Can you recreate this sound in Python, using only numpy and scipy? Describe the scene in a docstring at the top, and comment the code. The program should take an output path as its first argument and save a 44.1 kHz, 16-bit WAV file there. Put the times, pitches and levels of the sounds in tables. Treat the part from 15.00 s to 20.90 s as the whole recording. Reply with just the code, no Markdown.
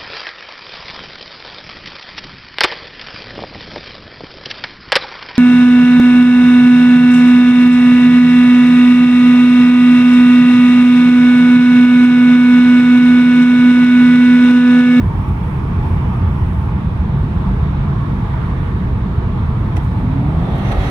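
"""Highway downshift, inside a six-cylinder car

The road booms through the body and the tyres roar under a thin air hiss. A shift paddle clicks,
the gearbox changes down and the revs climb. Under load, firing pulses growl through the bulkhead,
clatter and gas noise rasp, the valve gear whines and the turbo starts to whistle."""
import sys
import numpy as np
from scipy import signal
from scipy.fft import rfft, irfft, next_fast_len
from scipy.io import wavfile
from scipy.ndimage import uniform_filter1d, map_coordinates

SR = 44100
rng = np.random.default_rng(int(sys.argv[2]) if len(sys.argv) > 2 else 0)


def generate_wav(signal):
    """Clip the signal to [-1, 1] and save it as 16-bit WAV at the path in sys.argv[1]."""
    frames = np.transpose(np.atleast_2d(signal))
    scaled = np.clip(frames, -1, 1) * 32767
    pcm = np.round(scaled).astype(np.int16)
    wavfile.write(sys.argv[1], SR, pcm)


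N = 260190
TIME_S = np.arange(N) / SR
SIDES = np.array([[.5], [-.5]])  # splits a left-minus-right value over both channels


def amp(db):
    """Decibels to gain."""
    return 10 ** (np.asarray(db) / 20)


def unit(x):
    """Scale to rms 1."""
    return x / np.sqrt(np.mean(x ** 2) + 1e-20)


def along(points, hz):
    """Interpolate (freq_hz, value) points on a log axis."""
    freq_hz, values = np.transpose(points)
    return np.interp(np.log(hz + 1), np.log(freq_hz + 1), values)


def shape(spectrum):
    """Gain response from (freq_hz, level_db) points."""
    return lambda hz: amp(along(spectrum, hz))


def curve(points):
    """Interpolate (time_s, value) points per sample."""
    return np.interp(TIME_S, *np.transpose(points))


def ramp(start_s, length_s):
    """Rise from 0 to 1, then hold."""
    return np.clip((TIME_S - start_s) / length_s, 0, 1)


def swell(centre_s, half_s):
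    """Bell of height 1."""
    return np.exp(-((TIME_S - centre_s) / half_s) ** 2)


def wobble(rate_hz):
    """Smooth random curve through knots at rate_hz."""
    knots = rng.standard_normal(int(N * rate_hz / SR) + 4)
    return map_coordinates(knots, [TIME_S * rate_hz])


def filtered(x, response):
    """Apply a complex frequency response."""
    size = next_fast_len(N + SR // 2)
    return irfft(rfft(x, size) * response(np.fft.rfftfreq(size, 1 / SR)), size)[..., :N]


def resonance(hz, mode_hz, width_hz):
    """Causal response of one mode."""
    return 1j * hz * width_hz / (mode_hz ** 2 - hz ** 2 + 1j * hz * width_hz)


def cabin(pair, colour):
    """Two unrelated signals to a coloured stereo field, rms 1: bass shared, treble diffuse."""
    # left-right likeness: freq_hz, correlation
    likeness = [(60, 1), (130, 0.99), (200, 1), (380, 0.62), (760, 0.65), (900, 0.28), (1100, 0.64),
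                (1500, -0.34), (2400, -0.26), (4000, 0.081), (15000, -0.13)]
    def response(hz):
        angle = np.arccos(np.clip(along(likeness, hz), -1, 1)) / 2
        return colour(hz) * np.array([np.cos(angle), np.sin(angle)])
    mid, side = filtered(pair, response)
    return unit(np.array([mid + side, mid - side]))


def noise_band(pitch_hz, width_hz):
    """Cabin noise narrowed by a resonance, rms 1."""
    return cabin(rng.standard_normal((2, N)), lambda hz: resonance(hz, pitch_hz, width_hz) ** 2)


def bursts(rows):
    """One swelling, fading noise band per row."""
    return sum(amp(level_db) * swell(centre_s, half_s) * noise_band(pitch_hz, width_hz)
               for centre_s, half_s, pitch_hz, width_hz, level_db in rows)


def rumble(spectrum, window_samples):
    """Cabin noise with its power evened out over the window."""
    noise = cabin(rng.standard_normal((2, N)), shape(spectrum))
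    power = uniform_filter1d(np.mean(noise ** 2, axis=0), window_samples)
    power = uniform_filter1d(power, window_samples // 2)
    return noise / np.sqrt(np.abs(power) + .02)


def patchy_noise(depth_db):
    """Two white noises with gain patches drifting over frequency and time."""
    spectra = signal.stft(rng.standard_normal((2, N)), nperseg=512)[2]
    field = uniform_filter1d(rng.standard_normal(spectra.shape[1:]), size=5, axis=0)
    field = uniform_filter1d(field, size=18, axis=1)
    return signal.istft(spectra * amp(depth_db * unit(field)), nperseg=512)[1][:, :N]


def body():
    """The road shakes the suspension and makes the cabin air boom; each bump adds a low thump."""
    # suspension spectrum: freq_hz, level_db
    shake_spectrum = [(12, -36.5), (24, -9.5), (31, 5.5), (39, 0), (52, 9), (62, 8.5), (75, -15.5),
                      (110, -62.5), (200, -140)]
    # cabin boom spectrum: freq_hz, level_db
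    boom_spectrum = [(15, -84.5), (40, -43.5), (58, -9.5), (74, 0), (110, -4.5), (135, -2), (165, -8.5),
                     (187, -6), (220, -13.5), (260, -17.5), (330, -28.5), (700, -140)]
    # boom envelope: time_s, level_db
    boom_levels = [(0, -15.5), (0.5, -18), (1.0, -16), (1.8, -16.5), (2.8, -16), (3.4, -18), (4.3, -16),
                   (5.4, -16.5), (5.9, -18)]
    # road bumps: centre_s, pitch_hz, level_db
    bumps = [(0.021, 86, -21), (0.36, 48.4, -21), (0.76, 90, -18), (0.92, 88, -14), (1.04, 135.2, -21),
             (1.25, 84.9, -13.5), (1.46, 84, -20), (2.14, 135, -17), (2.24, 47.9, -23), (2.38, 50, -22),
             (2.5, 50, -17), (2.64, 70, -19), (2.8, 44, -20), (2.92, 141.8, -20.5), (4.42, 78.8, -21),
             (4.66, 135.7, -19), (4.96, 105, -18), (5.65, 102.6, -19), (5.79, 46.15, -16)]
    thumps = np.zeros(N)
    for centre_s, pitch_hz, level_db in bumps:
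        tone = np.sqrt(2) * np.sin(2 * np.pi * (pitch_hz * TIME_S + rng.random()))
        thumps += amp(level_db) * swell(centre_s, half_s=.045) * tone
    shake = amp(-23) * rumble(shake_spectrum, window_samples=5000)
    boom = amp(curve(boom_levels)) * rumble(boom_spectrum, window_samples=7000)
    return shake + boom + thumps


def tyres():
    """The tread roars and sings in a few resonances; each coarse patch sets off its own note."""
    # roar spectrum: freq_hz, level_db
    spectrum = [(150, -23.5), (240, -19.5), (290, 5), (350, 5.5), (480, 0), (570, -7.5), (680, -1.5),
                (750, -6), (880, 2), (1200, -4), (1450, -7), (2300, -15.5), (2950, -20.5), (3650, -21),
                (4400, -29), (6000, -36.5), (7400, -43.5), (10000, -86.5)]
    # roar from surface coarseness: time_s, level_db
    surface = [(0, -31.5), (0.6, -30.5), (0.95, -29.5), (1.6, -31.5), (2.1, -31.5), (2.4, -30), (3.3, -30),
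               (3.9, -31.5), (4.9, -30.5)]
    # coarse patches: centre_s, half_s, pitch_hz, width_hz, level_db
    patches = [(0.13, 0.066, 900, 150, -35.5), (0.24, 0.068, 1150, 220, -39), (0.63, 0.06, 409, 70, -38),
               (0.86, 0.053, 893, 170, -33.5), (0.95, .25, 2330, 350, -52), (1.02, 0.041, 1050, 200, -38),
               (1.13, .04, 840, 120, -34.5), (1.18, 0.11, 1197, 160, -39.5), (1.4, 0.069, 930, 250, -35),
               (1.69, 0.017, 1000, 300, -37.5), (2.42, 0.11, 1160, 280, -41),
               (3.04, 0.079, 1110, 110, -35.5), (3.23, 0.05, 904, 130, -36.5),
               (3.36, 0.038, 925, 180, -31.5), (3.42, 0.11, 1315, 200, -41.5),
               (3.52, 0.05, 1010, 200, -35.5), (3.55, 0.4, 1790, 650, -43.5)]
    # tread resonances: pitch_hz, width_hz, level_db
    modes = [(877, 95, -45), (1136, 110, -46), (1764, 62, -59), (2278, 90, -59)]
    roar = amp(curve(surface) + .22 * wobble(15)) * cabin(patchy_noise(depth_db=1), shape(spectrum))
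    notes = bursts(patches)
    tread = sum(amp(level_db + 1.8 * wobble(9)) * noise_band(pitch_hz, width_hz)
                for pitch_hz, width_hz, level_db in modes)
    return roar + notes + tread


def air_hiss(pan_db):
    """Air hisses past the glass; pan_db is left minus right."""
    # hiss spectrum: freq_hz, level_db
    spectrum = [(4000, -35.5), (7000, -4.5), (7400, -2), (8700, 4.5), (10000, 2), (11500, -1), (14000, -3),
                (15800, -5.5)]
    # hiss envelope: time_s, level_db
    levels = [(0, -60.5), (0.6, -60), (0.72, -62.5), (0.9, -60), (1.25, -62), (1.53, -59.5), (1.8, -64),
              (2.1, -64.5), (2.4, -61.5), (2.75, -64.5), (3.2, -62), (4.45, -64), (4.75, -62),
              (4.88, -60.5), (5.02, -63), (5.4, -62)]
    level_db = curve(levels) + pan_db * SIDES + .8 * wobble(16)
    return amp(level_db) * cabin(patchy_noise(depth_db=1.4), shape(spectrum))


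def road():
    """Tyres and air. Early on, the tone shifts slightly and the hiss moves in from the right."""
    # opening tone colour: freq_hz, gain_db
    early_colour = [(400, -0.5), (900, .5), (1700, -0.5), (2500, 2), (3100, 0.5), (3800, -3.5), (5500, 1.5),
                    (7500, -0.5), (10000, -1), (15000, 2)]
    early = 1 - ramp(start_s=1.62, length_s=.24)
    rush = tyres() + air_hiss(pan_db=-4 * early)
    return early * filtered(rush, shape(early_colour)) + (1 - early) * rush


def clicks():
    """Paddle pull and release, trim ticks: short scrapes ring the plastic, soft ones its low modes."""
    # contacts: start_s, peak_db, hardness_db_per_octave, t60_s, left_minus_right_db
    contacts = [(0.284, -42, 7.5, .03, -5.5), (4.7595, -37.5, 3.5, .03, -0.5),
                (4.7647, -25.5, 0.5, 0.018, -2.5), (4.7675, -20.5, -0.5, 0.017, 0.5),
                (4.774, -19.5, -14.5, .03, 5), (4.776, -37, 2, .035, -1.5), (4.831, -47.5, 10, 0.03, -3.5),
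                (4.843, -44, 7, .04, 1.5), (5.556, -40.5, 7.5, 0.025, -1.5), (5.581, -42, 14.5, .025, 3.5),
                (5.719, -45, 11.5, .025, -4)]
    # plastic modes: pitch_hz, width_hz, level_db
    modes = [(730, 150, 10), (2010, 240, 12), (2740, 240, 8), (3450, 770, -1), (6000, 360, -1.5),
             (7640, 830, -8.5), (12000, 3000, -18)]
    attack_s = .0015
    out = np.zeros((2, N))
    for start_s, peak_db, hardness_db_per_octave, t60_s, pan_db in contacts:
        age_s = np.maximum(TIME_S - start_s, 0)
        envelope = (1 - np.exp(-age_s / attack_s)) ** 2 * amp(-60 * age_s / t60_s)
        def plastic(hz):
            return sum((-1) ** k * amp(level_db + hardness_db_per_octave * np.log2(pitch_hz))
                       * resonance(hz, pitch_hz, width_hz)
                       for k, (pitch_hz, width_hz, level_db) in enumerate(modes))
        ring = filtered(envelope * rng.standard_normal((2, N)), plastic)
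        out += amp(peak_db + pan_db * SIDES) * ring / np.abs(ring).max()
    return out


def load_whines():
    """Brief high whines and whistles from the engine under load."""
    # whines and whistles: centre_s, half_s, pitch_hz, width_hz, level_db
    whines = [(5.46, 0.08, 3550, 130, -49.5), (5.59, .05, 3160, 90, -48), (5.65, .055, 2760, 129.8, -47),
              (5.66, 0.016, 1978, 300, -37.5), (5.677, 0.04, 3400, 300, -47),
              (5.823, 0.0549, 3300, 200, -45), (5.688, 0.045, 5940, 400, -51), (5.827, .04, 7120, 150, -57),
              (5.86, .06, 5830, 562, -51.5), (5.9, 0.03584, 8760, 496.5, -53.5)]
    return bursts(whines)


def turbo():
    """A breathy whistle climbs and grows as the turbine spools up."""
    start_s, start_hz, climb_hz_per_s, breath_hz = 5.6, 10700, 15600, 1400
    start_db, growth_db_per_s = -75, 41.5
    age_s = np.maximum(TIME_S - start_s, 0)
    phase = 2 * np.pi * np.cumsum(start_hz + climb_hz_per_s * age_s) / SR
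    whistle = np.array([wobble(breath_hz) * np.sin(phase) + wobble(breath_hz) * np.cos(phase)
                        for _ in range(2)])
    return (age_s > 0) * amp(start_db + growth_db_per_s * age_s) * unit(whistle)


def hum(cycles, cycle_hz):
    """Low engine orders sweep through cabin resonances; uneven combustion makes them flutter."""
    # engine orders: cycle_multiple, level_db
    orders = [(6, 0), (9, -8), (12, 0)]
    # cabin drone: freq_hz, level_db
    drone = [(110, -35), (128, -25), (145, -22.5), (158, -18.5), (168, -28.5), (178, -38), (200, -35.5),
             (238, -32.5), (252, -25), (292, -26), (320, -40), (362, -33), (379, -41), (394, -32.5)]
    out = np.zeros(N)
    for multiple, level_db in orders:
        gain = amp(level_db + along(drone, multiple * cycle_hz) + 2.5 * wobble(55))
        out += gain * np.sqrt(2) * np.sin(2 * np.pi * (multiple * cycles + rng.random()))
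    return out


def valve_whine(cycles):
    """High valve-gear orders ride on the revs, each fading on its own at either ear; rms 1."""
    # valve-gear orders: cycle_multiple, relative_db
    orders = [(20, -1.5), (26, -6.5), (33, -5), (36, -2.5), (48, -12.5), (60, -9.5), (84, -15), (108, -18),
              (120, -16)]
    out = np.zeros((2, N))
    for channel in out:
        for multiple, relative_db in orders:
            gain = amp(relative_db + 4 * wobble(18))
            channel += gain * np.sin(2 * np.pi * (multiple * cycles + rng.random()) + .5 * wobble(40))
    return unit(out)


def clatter(cycles, knots=1024):
    """Valves and injectors repeat one fine pattern every cycle."""
    patterns = rng.standard_normal((2, knots))
    position = cycles % 1 * knots
    return unit(np.array([map_coordinates(row, [position], mode="grid-wrap") for row in patterns]))


def firings(cycles, cylinders, uneven_db, scatter_db):
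    """One pulse per cylinder and cycle; each cylinder has its own strength."""
    onsets = np.flatnonzero(np.diff(np.floor(cycles * cylinders))) + 1
    cylinder_db = uneven_db * unit(signal.detrend(rng.standard_normal((2, cylinders)), type="constant"))
    jitter_db = scatter_db * rng.standard_normal((len(onsets), 2)).T
    pulses = np.zeros((2, N))
    pulses[:, onsets] = amp(cylinder_db[:, np.arange(len(onsets)) % cylinders] + jitter_db)
    return pulses


def engine():
    """The throttle opens after the paddle: orders hum; growl, rasp and whine grow with the revs."""
    # four-stroke cycle rate through the downshift: time_s, cycle_hz
    revs = [(4.8, 19.5), (5.05, 20.7), (5.2, 23.3), (5.3, 25), (5.41, 27.8), (5.52, 30.7), (5.65, 31.2),
            (5.8, 31.9), (5.9, 32.2)]
    # combustion through the bulkhead: freq_hz, level_db
    growl_spectrum = [(100, -60), (350, -3.5), (480, 2), (550, -0.5), (620, 2), (800, 3.5), (930, -8.5),
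                      (1320, -4), (1600, -30), (2500, -49), (5000, -120)]
    # clatter and gas noise: freq_hz, level_db
    rasp_spectrum = [(300, -83.5), (1000, -8.5), (1400, -3.5), (1850, 0), (2150, -1.5), (2400, -8.5),
                     (2650, -5), (2980, -11), (3350, -7.5), (3750, -13), (4050, -8.5), (4500, -19.5),
                     (5700, -22.5), (7600, -31.5), (9000, -26), (12000, -31), (15800, -34)]
    cylinders, cruise_hz = 6, 19
    cycle_hz = curve(revs)
    octaves = np.log2(cycle_hz / cruise_hz)
    cycles = np.cumsum(cycle_hz * (1 + .005 * wobble(30))) / SR

    throttle = ramp(start_s=4.75, length_s=.17)
    boost_db = 7 * ramp(start_s=5.51, length_s=.24)  # turbo pressure builds
    clunk_db = 8.5 * swell(centre_s=5.722, half_s=.0073)
    bite_db = 5.5 * swell(centre_s=5.727, half_s=.028)  # lower gear engages
    ease_db = -3 * swell(centre_s=5.765, half_s=.041)  # load eases once the gear is in
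    growl_db = -40.5 + 14.5 * octaves + bite_db
    rasp_db = -63.5 + 34 * octaves + boost_db + clunk_db + ease_db
    whine_db = -60.5 + 29.5 * octaves

    drone = hum(cycles, cycle_hz)
    gas_puffs = (1 + .7 * np.cos(2 * np.pi * cylinders * cycles)) * rng.standard_normal((2, N))
    pulses = unit(firings(cycles, cylinders, uneven_db=4, scatter_db=5))
    combustion = .4 * pulses + .35 * clatter(cycles) + gas_puffs
    growl = amp(growl_db) * cabin(combustion, shape(growl_spectrum))
    rasp = amp(rasp_db) * cabin(1.8 * clatter(cycles) + gas_puffs, shape(rasp_spectrum))
    whine = amp(whine_db) * valve_whine(cycles)
    return throttle * (drone + growl + rasp + whine)


def scene():
    """The mix at the driver's seat, a little stronger and earlier on the right."""
    # balance: freq_hz, left_minus_right_db
    balance = [(60, -1), (200, -0.4), (300, -3.5), (380, -2), (490, -5.5), (630, 4), (770, -2.5),
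               (920, -0.5), (1120, -1), (1400, -5.5), (2380, -5.5), (3700, -5), (4700, -1), (7300, 2.5),
               (9000, -2), (11200, -2.5), (14000, 1.5)]
    # bass delay on the left: freq_hz, lag_rad
    lag = [(20, .04), (60, 0.12), (120, 0.081), (250, 0.17), (600, 0.0028)]
    def seat(hz):
        return amp(SIDES * along(balance, hz)) * np.exp(-1j * SIDES * along(lag, hz))
    return filtered(body() + road() + engine() + load_whines() + turbo() + clicks(), seat)


def record(dry, cutoff_hz=15800):
    """Brick-wall low-pass."""
    return filtered(dry, lambda hz: hz < cutoff_hz)


dry = scene()
out = record(dry)
generate_wav(out)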